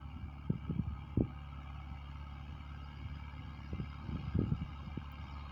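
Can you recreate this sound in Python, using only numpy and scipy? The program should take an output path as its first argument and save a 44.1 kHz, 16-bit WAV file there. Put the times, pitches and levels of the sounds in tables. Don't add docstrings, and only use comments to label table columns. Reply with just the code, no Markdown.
import sys
import numpy as np
from scipy import signal
from scipy.fft import rfft, irfft, next_fast_len
from scipy.io import wavfile
from scipy.ndimage import uniform_filter1d

SR = 44100
rng = np.random.default_rng(int(sys.argv[2]) if len(sys.argv) > 2 else 0)


def volts(x):
    e = np.asarray(x, float) / 20
    return 10 ** e


def generate_wav(signal):
    frames = np.transpose(np.atleast_2d(signal))
    scaled = np.clip(frames, -1, 1) * 32767
    pcm = np.round(scaled).astype(np.int16)
    wavfile.write(sys.argv[1], SR, pcm)


N = 242991
T = np.arange(N) / SR


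def evened(x):
    return x / np.sqrt(np.mean(x ** 2) + 1e-20)


def read(points, hz):
    f, value = np.transpose(points)
    return np.interp(np.log(hz + 1), np.log(f + 1), value)


def drift(width_s):
    n = max(round(width_s * SR), 2)
    once = uniform_filter1d(rng.standard_normal(N), n)
    return evened(uniform_filter1d(once, n))


def coloured(x, gain):
    size = next_fast_len(N)
    hz = np.fft.rfftfreq(size, 1 / SR)
    return irfft(rfft(x, size) * gain(hz), size)[:N]


def highpass(x, hz):
    return signal.sosfilt(signal.butter(2, hz, "high", fs=SR, output="sos"), x)


def patches(shape, bins, frames):
    field = rng.standard_normal(shape[::-1]).T
    field = uniform_filter1d(field, bins, 0)
    return evened(uniform_filter1d(field, frames, 1))


def add_packet(mix, s, db, hz, width, turn, glide=0):
    t = T[:round(4 * width * SR)] - 2 * width
    cycles = hz * t * (1 - glide * np.tanh(t / width))
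    bell = .5 ** ((2 * t / width) ** 2)
    packet = volts(db) * bell * np.cos(2 * np.pi * (cycles + turn))
    part = mix[round((s - 2 * width) * SR):][:len(t)]
    part += packet[:len(part)]


# (time [s], mean firing rate [Hz])
FIRING_RATE = [(0, 70.6), (1.9, 70.5), (2.4, 71.1), (3.2, 71.2), (3.7, 70.9), (4.6, 70.8), (5.52, 70.7)]


def firings():
    waver = 1 + 0.00512 * drift(0.077)
    return np.cumsum(np.interp(T, *np.transpose(FIRING_RATE)) * waver) / SR


# (multiple of the four-firing engine cycle rate [-], level in the stack [dB])
EXHAUST_TONES = [(1, -37), (2, -29), (3, -21.5), (4, -1), (5, -28.5), (6, -11.5), (7, -37.5), (8, -7.5),
                 (9, -27.5), (10, -36), (11, -29.5), (12, -20), (13, -31), (14, -18.5), (15, -29.5),
                 (16, -27), (17, -31.5), (18, -51)]
# (frequency [Hz], level before it drifts [dB rms])
DRIVE_HUMS = [(29, -68.5), (312.2, -76), (398.4, -84.5)]


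def exhaust(turns):
    stack_db = -48
    tones = hums = 0
    for k, db in EXHAUST_TONES:
        level = volts(db + 1.1 * drift(0.027))
        tones = tones + level * np.cos(np.pi / 2 * k * turns + 0.022 * k * drift(0.063))
    for hz, db in DRIVE_HUMS:
        level = volts(db + 3.5 * drift(0.028))
        hums = hums + level * np.cos(2 * np.pi * hz * T + drift(0.06))
    return np.sqrt(2) * (volts(stack_db) * tones + hums)


# (frequency [Hz], width [Hz], level in the open [dB], loss when fully screened [dB])
BLOCK_RINGS = [(524.4, 56, -5.5, 6.5), (626, 44, -10, -6), (807.5, 79, -3, -4.5), (895.7, 40, 2, 2.5),
               (1081, 128, -3, 4), (1270, 35, 6.5, 2), (1615, 73, -3.5, 6), (2122, 36, -1.5, 6.5),
               (2299, 80, -4.5, -2), (2854, 105, -7.5, 2), (3220, 33.4, -7, 3.5), (3642, 130, -18.5, 9.5),
               (3816, 55, -13, 17), (4200, 70, -17, 23), (4364, 49, -16.5, 6.5), (4886, 140, -15, 17.5),
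               (5460, 90, -22, 14.5), (5690, 50, -26, 5), (6480, 820, -38.5, 4.5), (6840, 220, -36.5, 9)]
# (frequency [Hz], relative level [dB per Hz])
RATTLE_SPECTRUM = [(300, -38.5), (450, -41), (750, -17.5), (1400, -9.5), (1850, -26), (2200, -17),
                   (3100, -15), (3450, -34), (5000, -31), (7200, -47.5), (9000, -76)]
# (time [s], rattle level before a common lift [dB], openness 0 to 1 [-])
APPROACH_PATH = [(0, -61, 0.38), (.6, -60, 0.11), (1.15, -58.5, 0.27), (1.3, -59, 0.22), (1.7, -57.5, 0.3),
                 (2, -58.5, 0.53), (2.6, -58.5, 0.69), (3.2, -59, 0.8), (3.8, -58, 0.82), (4.4, -57, 0.94),
                 (5, -57, 0.64), (5.52, -57, 1)]


def rattle(turns):
    force = volts(0.57 * rng.standard_normal(int(turns[-1]) + 2))[turns.astype(int)]
    phase = turns % 1
    burst = .62 + 1.35 * force * (1 - np.exp(-phase / .04)) * np.exp(-phase / .33)
    noise = evened(burst * rng.standard_normal(N))
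    hz, t, z = signal.stft(noise, SR, nperseg=1024, noverlap=896)
    hz = hz[:, None]

    s, level_db, openness = np.transpose(APPROACH_PATH)
    screen = 1 - np.interp(t, s, openness)
    octaves = np.log2(np.maximum(hz, 500) / 500)
    power = volts(2 * (read(RATTLE_SPECTRUM, hz) - 1.5 * octaves * screen))
    for f, width, db, loss_db in BLOCK_RINGS:
        centre = f + 22 * np.interp(t, T, drift(0.08))
        peak = 1 / (1 + (2 * (hz - centre) / width) ** 2) ** 2
        power = power + volts(2 * (db - loss_db * screen)) * peak

    quick_db = (0.91 + 0.81 * octaves) * patches(z.shape, 4, 9)
    slow_db = (0.5 + 0.37 * octaves) * patches(z.shape, 6, 70)
    heard = z * np.sqrt(power) * volts(quick_db + slow_db)
    ringing = signal.istft(heard, SR, nperseg=1024, noverlap=896)[1][:N]
    lift_db = 18.5
    return volts(np.interp(T, s, level_db) + lift_db) * ringing


# (frequency [Hz], relative level [dB per Hz])
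RUMBLE_SPECTRUM = [(15, -47.5), (30, -21.5), (52, -13.5), (75, 6.5), (100, 1.5), (150, -3), (250, -5.5),
                   (350, -15), (450, -34), (700, -75.5)]


def wind():
    lumps = volts(3 * drift(.012))
    rumble = coloured(rng.standard_normal(N) * lumps, lambda hz: volts(read(RUMBLE_SPECTRUM, hz)))
    gust_db = gusts()
    eddies = highpass(thumps(gust_db), 55)
    rasp = coloured(rng.standard_normal(N) * lumps ** 2,
                    lambda hz: np.exp(-np.log((hz + 1) / 330) ** 2 / 0.23))
    rasp_db = -51.5 + 2.06 * (gust_db + 38.5)
    return volts(gust_db) * evened(rumble) + volts(rasp_db) * evened(rasp) + eddies


# (peak time [s], rumble level [dB], width at half power [s])
GUST_SWELLS = [(.19, -52, 0.093), (.53, -47, 0.086), (.75, -44.5, 0.12), (.91, -50, 0.1),
               (1.195, -39.5, 0.05), (1.27, -47, 0.069), (1.91, -62, 0.14), (2.5, -55, 0.12),
               (3.1, -53, 0.14), (3.46, -55, 0.21), (3.779, -45.5, 0.087), (4.12, -46.5, 0.19),
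               (4.411, -37.5, 0.082), (4.52, -44.5, 0.074), (4.62, -47.5, .05), (4.86, -53.5, 0.18),
               (5.25, -54, .15)]


def gusts():
    calm_db = -57.5
    power = volts(2 * calm_db)
    for s, db, width in GUST_SWELLS:
        power = power + volts(2 * db) * .5 ** ((2 * (T - s) / width) ** 2)
    return 10 * np.log10(power)


# (time [s], peak level [dB], frequency [Hz], length at half height [s], peak level of the leading snap [dB])
STRONG_EDDIES = [(0.166, -36, 152, 0.0074, -62), (0.231, -35.5, 97, 0.015, -62),
                 (0.504, -21, 146, 0.0079, -24), (0.536, -31.5, 164, 0.0033, -42),
                 (0.558, -28, 116, 0.0042, -55), (0.7, -28, 179, .0067, -49),
                 (.71, -25, 149, 0.0064, -28.5), (.763, -34.5, 142, 0.013, -41),
                 (.796, -20.5, 136, 0.0061, -36.5), (.876, -34.5, 125, 0.016, -50),
                 (0.928, -32.5, 95.5, .0093, -70), (1.176, -17.5, 162, 0.0041, -28),
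                 (1.192, -31, 115, 0.03, -35), (1.209, -18, 230, 0.004, -24),
                 (1.222, -23, 120, 0.0025, -25.5), (1.916, -34, 112, 0.0058, -62),
                 (2.529, -44, 108, .0042, -69), (3.065, -37, 89, 0.031, -54), (3.456, -39, 130, 0.01, -67),
                 (3.733, -24, 153, .0019, -39), (3.754, -35.5, 131, 0.011, -70),
                 (3.803, -30, 150, 0.0084, -33), (4.092, -28, 149, 0.0028, -51),
                 (4.133, -35, 180, 0.0084, -68), (4.149, -29.5, 150, 0.0038, -44),
                 (4.159, -28.5, 184, 0.0048, -38), (4.248, -36.5, 142, .011, -61),
                 (4.278, -30.5, 118, 0.0075, -49), (4.355, -25, 152, 0.0044, -57),
                 (4.368, -27.5, 104, 0.016, -39), (4.393, -29.5, 147, .012, -19.5),
                 (4.417, -20, 222, .003, -40), (4.439, -28.5, 165, .004, -40),
                 (4.523, -18.5, 137, 0.0058, -31), (4.537, -30.5, 155, 0.011, -48),
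                 (4.618, -32.5, 152, 0.0088, -63), (4.629, -29.5, 147, 0.0056, -63),
                 (4.877, -33, 135, 0.007, -67), (4.977, -26, 178, 0.0033, -39)]


def thumps(gust_db):
    out = np.zeros(N)
    rows = [(*row, 1) for row in STRONG_EDDIES] + list(small_eddies(gust_db))
    turns = rng.random((len(rows), 3))
    for (s, db, hz, width, snap_db, comes), (turn, snap_turn, low_turn) in zip(rows, turns):
        if comes:
            add_packet(out, s, db, hz, width, turn, glide=0.29)
            add_packet(out, s - .0015, snap_db, 1.665 * hz, 0.36 / hz, snap_turn, glide=0.23)
            add_packet(out, s + .008, db - 12.5, 55, .014, low_turn)
    return out


def small_eddies(gust_db):
    gap_s = .022
    low_hz, high_hz, cycles = 92.5, 185, 0.94
    over_rumble_db, top_db, spread_db, snap_db = 8, -37, 4, -20.5
    half_db, soft_db = -54, 2.5
    slots = np.arange(.06, T[-1], gap_s)
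    late, pitch, size, long, luck = rng.random((len(slots), 5)).T
    s = slots + late * gap_s
    wind_db = np.interp(s, T, gust_db)
    hz = low_hz * (high_hz / low_hz) ** pitch
    db = np.minimum(wind_db + over_rumble_db, top_db) + spread_db * np.log10(size + .01)
    comes = luck < 1 / (1 + np.exp((half_db - wind_db) / soft_db))
    return np.transpose([s, db, hz, cycles * (.5 + long) / hz, db + snap_db, comes])


# (peak level [dB], frequency [Hz], length at half height [s])
TICK_RING = (-50, 14800, 0.00072)


def tick():
    s = 5.1196
    db, hz, width = TICK_RING
    out = np.zeros(N)
    add_packet(out, s, db, hz, width, rng.random())
    add_packet(out, s, db - 8, 0.97 * hz, .15 * width, rng.random())
    return out


# (frequency [Hz], relative level [dB per Hz])
HISS_SPECTRUM = [(200, 0), (6000, 2), (13500, 0.5), (14800, 5.5), (15600, 0.5), (17000, 10.5)]


def hiss():
    level_db = -83.5
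    noise = coloured(rng.standard_normal(N), lambda hz: volts(read(HISS_SPECTRUM, hz)))
    return volts(level_db) * evened(noise)


def suppress_wind(x):
    level_db = 10 * np.log10(uniform_filter1d(x ** 2, 2500) + 1e-12)
    over_db = np.maximum(level_db + 40, 0)
    treble = signal.sosfiltfilt(signal.butter(2, 1500, "high", fs=SR, output="sos"), x)
    return x - treble * (1 - volts(-.6 * uniform_filter1d(over_db, 900)))


def scene():
    turns = firings()
    return (exhaust(turns) + rattle(turns) + wind() + tick())[None]


def top_cut(x):
    return signal.sosfilt(signal.butter(12, 16870, fs=SR, output="sos"), x)


def record(dry):
    faded = dry * np.minimum(T / .01, 1)
    cut = highpass(faded, 35)
    mix = suppress_wind(cut) + hiss()
    return top_cut(mix)


dry = scene()
out = record(dry)
generate_wav(out)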